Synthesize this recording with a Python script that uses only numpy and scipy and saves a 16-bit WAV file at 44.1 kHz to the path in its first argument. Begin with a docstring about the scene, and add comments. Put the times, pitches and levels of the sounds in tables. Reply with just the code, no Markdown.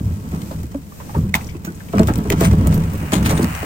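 """Kayak in thin lake ice

A plastic kayak pushes through the ice, heard from the cockpit. Plates knock and grind on the hollow
hull, and the sheet cracks and crunches at the bow. A pole jabs through with a ping and a small splash.
Trapped air glugs, drops patter, ice edges squeak and loose shards hiss along the sheet.
Behind it all are a soft hiss and light wind rumbling on the microphone."""
import sys
import numpy as np
from scipy import signal
from scipy.fft import rfft, irfft, next_fast_len
from scipy.io import wavfile
from scipy.ndimage import uniform_filter1d

SR = 44100
rng = np.random.default_rng(int(sys.argv[2]) if len(sys.argv) > 2 else 0)


def to_wav(sig):
    """Store sig (one row per channel, or 1-D mono) as 16-bit WAV at the path in sys.argv[1].

    Samples outside -1..1 are clipped; the rate is SR.
    """
    pcm = np.clip(np.atleast_2d(sig), -1, 1) * 32767
    pcm = np.round(pcm).astype(np.int16)
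    wavfile.write(sys.argv[1], SR, pcm.T)  # frames by channels


N = 160965
TIME = np.arange(N) / SR  # seconds since the scene began
AGE = TIME[:SR // 2]  # seconds since one short sound began


def amp(db):
    return 10 ** (np.asarray(db) / 20)


def unit(x):
    """Scale a sound to an average power of 1."""
    return x / np.sqrt(np.mean(x ** 2) + 1e-18)


def burst(x, db):
    """Give a short sound as much energy as 20 ms at this level."""
    energy = np.sum(x ** 2) / len(np.atleast_2d(x))
    return x * amp(db) * np.sqrt(SR / 50 / (energy + 1e-18))


def loudness(table, column=1):
    """A volume that glides between a table's levels over time."""
    rows = np.array(table)
    return amp(np.interp(TIME, rows[:, 0], rows[:, column]))


def add(out, start, x):
    i = int(start * SR)
    out[:, i:i + x.shape[-1]] += x[..., :N - i]


def look_up(table, hz):
    rows = np.array(table)
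    return np.interp(np.log(hz + 1), np.log(rows[:, 0]), rows[:, 1])


def colour(x, tone, tilt_db=0):
    """Filter a sound by a tone table; a positive tilt makes it brighter."""
    size = 2 * next_fast_len(x.shape[-1] // 2 + 2048)
    hz = np.fft.rfftfreq(size, 1 / SR)
    octaves = np.log2(np.maximum(hz, 500) / 4000)
    gain = amp(look_up(tone, hz) + tilt_db * octaves)
    # These steps keep the filter from ringing before a hit.
    cepstrum = irfft(np.log(gain))
    cepstrum[1:size // 2] *= 2
    cepstrum[size // 2 + 1:] = 0
    return irfft(rfft(x, size) * np.exp(rfft(cepstrum)))[..., :x.shape[-1]]


def band(x, hz, width):
    """Keep the sound around one pitch; width is a multiple of that pitch."""
    edge = width / 2 + np.sqrt(1 + width ** 2 / 4)
    limits = [hz / edge, min(hz * edge, SR / 2.2)]
    return signal.sosfilt(signal.butter(1, limits, "band", fs=SR, output="sos"), x + 1e-18)


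def clicks(size, per_s, spread_db):
    """Tiny random impacts of uneven strength."""
    happens = rng.random(size) < per_s / SR
    strength = amp(spread_db * np.clip(rng.standard_normal(size), -2, 2))
    return happens * rng.choice([-1, 1], size) * strength


def die_away(seconds):
    """A fade that drops 60 dB in this time."""
    return np.exp(-np.log(1000) * AGE / seconds)


def ring(notes):
    """The fading notes of a struck object, added together."""
    return sum((-1) ** k * amp(db) * np.sin(2 * np.pi * hz * AGE) * die_away(seconds)
               for k, (hz, db, seconds) in enumerate(notes))


def wash(fade_s, apart_hz=1060):
    """Fading noise, alike on both sides in the bass. A fade time is the time to fall to 37%."""
    shared, side = rng.standard_normal((2, len(AGE)))
    side = signal.sosfilt(signal.butter(2, apart_hz, "high", fs=SR, output="sos"), side)
    x = (shared + side * np.array([[1], [-1]])) * np.exp(-AGE / fade_s)
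    return x / np.sqrt(np.sum(x ** 2) / 2)


def through(x, response):
    """Let every part of a sound set off the given ring."""
    return signal.fftconvolve(np.atleast_2d(x), response, axes=1)[:, :x.shape[-1]]


# How the background hiss swells and dips. Each row: time in seconds, level in dB.
HISS_LEVELS = [(0, -44.5), (.25, -45), (.5, -39), (.7, -48.5), (.85, -47.5), (1.0, -40.5), (1.18, -39.5),
               (1.31, -51.5), (1.42, -38), (1.6, -51), (1.9, -41.5), (2.3, -43), (3.0, -42.5), (3.65, -50)]
# The tone of the hiss and of the wind. Each row: frequency in Hz, boost in dB.
HISS_TONE = [(200, 21.5), (600, 16), (1300, 6.5), (2300, 4.5), (4000, 1.5), (5500, 4), (8500, 5),
             (11000, -3.5), (13500, 5), (16000, -14)]
WIND_TONE = [(20, -37), (60, -1), (160, -5), (400, -22), (1500, -48)]


def air():
    """A soft hiss comes and goes while wind rumbles on the microphone."""
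    hiss = unit(colour(rng.standard_normal((2, N)), HISS_TONE))
    wind = unit(colour(rng.standard_normal((2, N)), WIND_TONE))
    return hiss * loudness(HISS_LEVELS) + wind * amp(-42)


# Sliding shards growing louder. Each row: time in seconds, level in dB.
SHARD_LEVELS = [(0, -64.5), (2.5, -50.5), (2.9, -40.5), (3.1, -35.5), (3.35, -33), (3.65, -29.5)]
# Their tone. Each row: frequency in Hz, boost in dB.
SHARD_TONE = [(300, -21), (700, 3.5), (1300, 2.5), (2100, 0), (2900, -2), (3300, -15), (6000, -15),
              (8800, -11), (11000, -19.5), (16000, -18.5)]


def shards():
    """Countless small pieces slide and tinkle over the sheet."""
    tinkles = np.array([clicks(N, per_s=3500, spread_db=7.5) for _ in range(2)])
    return unit(colour(tinkles, SHARD_TONE)) * loudness(SHARD_LEVELS)


# Falling water. Each row: start in seconds, level in dB, pitch in Hz, fade time in seconds.
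WATER_DROPS = [(1.408, -43, 2040, 0.015), (1.444, -45.5, 5800, 0.0028), (1.467, -44, 5870, 0.0055),
               (1.487, -40, 2330, 0.018), (1.495, -48, 5260, 0.0086), (1.549, -49, 2480, .014),
               (1.75, -47, 8200, 0.017), (1.803, -42, 1760, 0.0093), (1.885, -47, 2400, 0.0086)]


def drops():
    """Drops patter back onto the ice around the pole's hole."""
    out = np.zeros((2, N))
    for start, db, hz, fade_s in WATER_DROPS:
        taps = clicks(len(AGE), per_s=1400, spread_db=1) * np.exp(-AGE / fade_s)
        patter = band(through(taps, wash(fade_s=0.0019)), hz, width=0.2)
        add(out, start, burst(band(patter, hz, width=0.97), db))
    return out


# Ice edges rubbing. Each row: start in seconds, level in dB, length in seconds.
EDGE_SQUEAKS = [(2.419, -29, 0.064), (3.322, -32.5, 0.1)]


def squeaks(hz=8700):
    """Fast slips of one ice edge on another ring a thin, high note."""
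    out = np.zeros((2, N))
    for start, db, length in EDGE_SQUEAKS:
        slips = np.array([clicks(len(AGE), per_s=4000, spread_db=1) for _ in range(2)])
        swell = np.sin(np.pi * np.minimum(AGE / length, 1))
        note = band(slips * swell, hz, width=0.07)
        add(out, start, burst(band(note, hz, width=0.14), db))
    return out


# Air under the ice. Each row: start in seconds, level in dB, pitch in Hz, seconds to die away.
AIR_POCKETS = [(.747, -30.5, 562, 0.04), (0.748, -21.5, 275, 0.12), (0.921, -42.5, 1164, 0.02),
               (1.092, -36, 810, 0.049), (1.15, -28, 915, 0.023), (1.174, -14.5, 198, 0.21),
               (1.258, -20, 191, 0.14), (1.674, -33, 1504, 0.079), (1.936, -26, 650, 0.051),
               (1.994, -10, 222.3, 0.117), (1.995, -25.5, 645, 0.095), (1.997, -17, 436.6, 0.11),
               (2.305, -21.5, 396.5, 0.17), (2.409, -21.5, 660, 0.21), (2.68, -10.5, 161, 0.29),
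               (3.392, -19, 239.5, 0.13), (3.424, -15.5, 180, 0.12)]


def glugs(pitch_rise=0.016, onset_s=0.005):
    """Each pocket of trapped air rings with a slight rise in pitch."""
    out = np.zeros((2, N))
    onset = 1 - np.exp(-AGE / onset_s)
    for start, db, hz, seconds in AIR_POCKETS:
        pitch = hz * (1 + pitch_rise * np.minimum(AGE / seconds, 1))
        note = np.sin(2 * np.pi * np.cumsum(pitch) / SR)
        add(out, start, burst(note * onset * die_away(seconds), db))
    return out


# The notes in the pole's ping. Each row: pitch in Hz, relative level in dB, seconds to die away.
POLE_NOTES = [(1960, 2, 0.012), (2180, 4, .014), (3670, -9, 0.018), (6520, -9, 0.0096)]


def pole(jab_at_s=1.3405, splash_at_s=1.346, push_s=0.0014):
    """The pole pings on the ice and water slaps up through the hole."""
    out = np.zeros((2, N))
    ping = ring(POLE_NOTES) * (1 - np.exp(-(AGE / push_s) ** 2))
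    tail = through(ping, wash(fade_s=0.011))
    add(out, jab_at_s, burst(ping, db=-15.5) + burst(tail, db=-25.5))
    splash = band(wash(fade_s=0.034), hz=857, width=0.34)
    add(out, splash_at_s, burst(splash, db=-23.5))
    return out


# Cracks running through the sheet. Each row: peak time in seconds, level in dB, rise time in seconds,
# fade time in seconds, brightness tilt in dB per octave, how much louder the left is in dB.
SHEET_CRACKS = [(.341, -36.5, .006, 0.017, -7, 2), (.418, -44, 0.0024, .003, -1, 5),
                (.512, -41, 0.00091, 0.02, -3, 4), (0.632, -45.5, 0.0013, 0.0027, 4, 0),
                (.718, -48, 0.0023, 0.0066, -2.5, 1), (0.746, -45.5, .001, 0.0034, -5.5, -2),
                (1.145, -36, 0.0019, 0.005, -9.5, 0), (1.342, -23.5, 0.0014, 0.0017, -1.5, -10.5),
                (1.353, -20.5, 0.003, 0.0052, 0.5, -4.5), (1.649, -34.5, 0.0019, 0.012, 0.5, -8),
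                (1.93, -40, 0.0024, 0.005, 0, 4), (1.983, -24.5, 0.0014, 0.0033, -4.5, 1),
                (1.9932, -27.5, 0.00069, 0.0035, -2, 1), (2.033, -35, 0.0015, 0.0015, -2, 0),
                (2.073, -31, .002, 0.015, 3.5, 3), (2.085, -36, 0.0019, 0.0019, -3.5, -7),
                (2.137, -37.5, .001, 0.0022, 2, 1), (2.157, -37.5, 0.0012, 0.0022, 6, 10),
                (2.18, -47, 0.0008, .002, 16, -17), (2.3024, -21.5, 0.0011, 0.0021, 1, -1.5),
                (2.324, -23, 0.0076, .008, -2, -4.5), (2.408, -26.5, 0.0054, .01, 1.5, 1),
                (2.453, -19, .035, 0.018, -1.5, -2), (2.514, -32.5, 0.0028, 0.0044, -3.5, -2),
                (2.612, -46, 0.00097, 0.0017, -2.5, 2), (2.672, -30, 0.0026, 0.0043, 2.5, -5),
                (2.725, -31, 0.0047, 0.0085, -3, 3), (2.743, -34.5, .003, 0.011, 5, -5),
                (2.778, -40.5, 0.0019, .004, 2, -6), (2.936, -43.5, 0.0022, 0.0035, 6, -7),
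                (2.9767, -45, .001, .002, 7, -4), (3.1212, -28, 0.0013, 0.0036, 0, -1.5),
                (3.135, -19.5, 0.0044, 0.018, 0, 4), (3.227, -32.5, 0.0017, .008, -3, 0),
                (3.261, -20.5, 0.0076, 0.015, -1, 3), (3.295, -26, .002, 0.0061, -2.5, 7),
                (3.308, -23.5, 0.011, 0.013, 1, 1.5), (3.376, -30, 0.0033, 0.0089, -0.5, -1.5),
                (3.43, -30.5, 0.013, 0.0079, 0, 5), (3.445, -29, 0.0013, 0.0014, -2, -4),
                (3.551, -34, 0.0017, 0.0022, -2, 2)]
# The tone of breaking ice. Each row: frequency in Hz, boost in dB.
CRACK_TONE = [(150, -23), (600, 8), (1300, 8.5), (2200, 7.5), (3300, 1.5), (5000, -0.5), (7000, 2.5),
              (9000, 1), (11000, -8), (14000, -2.5), (16000, -15)]


def cracks():
    """A crack is one snap in a swarm of tiny breaks, with a short ring in the sheet."""
    out = np.zeros((2, N))
    for peak, db, rise_s, fade_s, tilt_db, left_db in SHEET_CRACKS:
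        lead_s = 3 * rise_s
        swell = np.exp(np.minimum((AGE - lead_s) / rise_s, (lead_s - AGE) / fade_s))
        swarm = burst(clicks(len(AGE), per_s=1500, spread_db=4.5) * swell, db=0)
        snap = burst(1. * (swell == swell.max()), db=-10)
        breaks = through(swarm + snap, wash(fade_s=0.00046))
        crumbs = burst(rng.standard_normal((2, len(AGE))) * swell, db=-5.5)
        crunch = breaks + crumbs
        tail = amp(-12) * through(crunch, wash(fade_s=0.016))
        crack = burst(colour(crunch + tail, CRACK_TONE, tilt_db), db)
        balance = amp(np.array([[left_db], [-left_db]]) / 2)
        add(out, peak - lead_s, crack * balance)
    return out


# The hull's own notes. Each row: pitch in Hz, relative level in dB, seconds to die away.
HULL_NOTES = [(61, -25, .16), (89, -8, 0.04), (118, -37, 0.037), (156.4, 1, .15), (203.2, 4, .11),
              (250.2, 0, 0.099), (295.5, -1, .09), (339, -0.5, 0.084), (425.8, -2.5, 0.095),
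              (532, -6, 0.08), (651, -6.5, 0.045), (892.6, -4.5, 0.037), (1104, 1.5, 0.03),
              (1283, -2.5, 0.092)]


def hull():
    """The hollow shell answers a tap with its notes and a short blur of noise."""
    blur = band(wash(fade_s=0.019), hz=750, width=1.32)
    return unit(ring(HULL_NOTES)) + amp(-4) * unit(blur)


# Ice pressing on the hull. Each row: time in seconds, boom level in dB, grinding level in dB.
ICE_PRESSURE = [(0, -18.5, -43.5), (.08, -16.5, -28), (.19, -28, -33), (.35, -24, -25), (.47, -30.5, -32),
                (.59, -21.5, -32.5), (.71, -31, -36), (.93, -39, -43.5), (1.12, -29, -35.5),
                (1.18, -12.5, -28.5), (1.32, -27, -32.5), (1.48, -26, -34), (1.62, -33.5, -35),
                (1.92, -35.5, -36.5), (1.97, -14.5, -13), (2.06, -14.5, -22), (2.18, -20, -18.5),
                (2.25, -23.5, -26.5), (2.32, -14, -18.5), (2.38, -17, -20.5), (2.46, -11, -14),
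                (2.58, -11.5, -19), (2.73, -12.5, -15.5), (2.89, -19.5, -24.5), (3.1, -25.5, -28.5),
                (3.19, -13, -19.5), (3.3, -16, -16.5), (3.46, -21, -21.5), (3.6, -28, -36.5),
                (3.65, -29, -32)]
# The tone of the low boom, the grinding and the fine grit. Each row: frequency in Hz, boost in dB.
BOOM_TONE = [(20, 8), (32, -23), (48, -13), (62, 2), (100, 3.5), (135, -3.5), (200, -12.5), (400, -63)]
GRIND_TONE = [(50, -31), (110, -7.5), (160, 1.5), (230, -3.5), (320, -5.5), (500, -11.5), (900, -13.5),
              (1500, -20), (3000, -19.5), (8000, -34.5)]
GRIT_TONE = [(400, -10), (1200, 2), (2200, 2), (4000, -4), (8500, -4), (11000, -13), (14000, -11),
             (16000, -15)]


def grinding(slips_per_s=330):
    """Ice sticks and slips along the hull, which booms as it flexes; grit breaks off the edges."""
    boom = colour(clicks(N, slips_per_s, spread_db=-0.5), BOOM_TONE)
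    boom_power = uniform_filter1d(boom ** 2, size=SR // 12)
    boom = unit(boom / np.sqrt(boom_power + 1e-12))  # even out the random swells
    slips = clicks(N, slips_per_s, spread_db=-0.5)
    grind = unit(colour(through(slips, hull()), GRIND_TONE))
    chips = clicks(N, per_s=200, spread_db=4.5)
    grit = unit(colour(through(chips, wash(fade_s=0.0027)), GRIT_TONE))
    force = loudness(ICE_PRESSURE, column=2)
    grit_volume = amp(-33.5) * force ** 0.57  # follows the grinding, with smaller swings
    return boom * loudness(ICE_PRESSURE) + grind * force + grit * grit_volume


# Ice hitting the hull. Each row: start in seconds, level in dB, pitch in Hz, rattle fade in seconds.
PLATE_KNOCKS = [(.002, -22.5, 170, 0.041), (0.329, -25.5, 246, 0.039), (.509, -28.5, 415, 0.013),
                (0.633, -31.5, 320, 0.0044), (0.743, -31, 390, 0.005), (1.0, -36, 1150, 0.008),
                (1.092, -36, 920, 0.0033), (1.146, -29, 790, 0.011), (1.162, -13.5, 125, 0.038),
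                (1.243, -24.5, 195, 0.022), (1.342, -22, 231, 0.0042), (1.545, -29, 225, 0.004),
                (1.668, -22.5, 185, 0.03), (1.933, -17.5, 380, 0.015), (1.993, -11, 315, 0.011),
                (2.083, -20.5, 1030, 0.0022), (2.093, -16, 295, 0.0088), (2.17, -31, 216, .015),
                (2.252, -22.5, 327, 0.015), (2.303, -18, 362, .008), (2.328, -16.5, 345, 0.0022),
                (2.408, -13.5, 490, 0.021), (2.441, -23, 200, 0.028), (2.531, -20.5, 290, 0.004),
                (2.67, -21, 200, 0.014), (2.775, -13, 110, .003), (2.929, -28, 380, 0.013),
                (3.022, -24, 300, 0.0037), (3.124, -13.5, 344, 0.038), (3.304, -17, 585, 0.065),
                (3.391, -14.5, 290, 0.017), (3.423, -14, 202, 0.016), (3.626, -24.5, 580, 0.032)]


def knocks():
    """Each plate of ice strikes the hull once and rattles, at its own pitch."""
    out = np.zeros((2, N))
    strike = burst(1. 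* (AGE == 0), db=0)
    for start, db, hz, fade_s in PLATE_KNOCKS:
        rattle = clicks(len(AGE), per_s=810, spread_db=1.5) * np.exp(-AGE / fade_s)
        push = strike + burst(rattle, db=-0.5)
        knock = band(through(push, hull()), hz, width=0.93)
        add(out, start, burst(band(knock, hz, width=5.0), db))
    return out


def scene():
    """Ice, pole, water and air sound together."""
    return knocks() + grinding() + cracks() + squeaks() + pole() + glugs() + drops() + shards() + air()


# The microphone's two sides differ in tone. Each row: frequency in Hz, left minus right in dB.
LEFT_BOOST = [(100, 0), (700, -1), (1300, 0.5), (2400, 1.5), (4400, 2.5), (8100, 5), (10500, 4.5),
              (12500, -5.5), (15500, -26)]
# The left side hears a little late. Each row: frequency in Hz, delay in seconds.
LEFT_DELAY = [(100, 0.00014), (700, 0.00016), (1600, 0.00039), (12000, 0.000357)]


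def record(dry, low_cut_hz=27, top_hz=16000):
    """The microphone colours each side, cuts the deepest bass, clips big peaks and cuts the very top."""
    hz = np.fft.rfftfreq(N, 1 / SR)
    lean = amp(look_up(LEFT_BOOST, hz) / 2)
    delay = np.exp(-2j * np.pi * hz * look_up(LEFT_DELAY, hz))
    x = irfft(rfft(dry) * np.array([lean * delay, 1 / lean]), N)
    x = signal.sosfilt(signal.butter(3, low_cut_hz, "high", fs=SR, output="sos"), x)
    x = np.clip(x, -1, 1)
    return signal.sosfilt(signal.ellip(10, .2, 80, top_hz, fs=SR, output="sos"), x)


dry = scene()
out = record(dry)
to_wav(out)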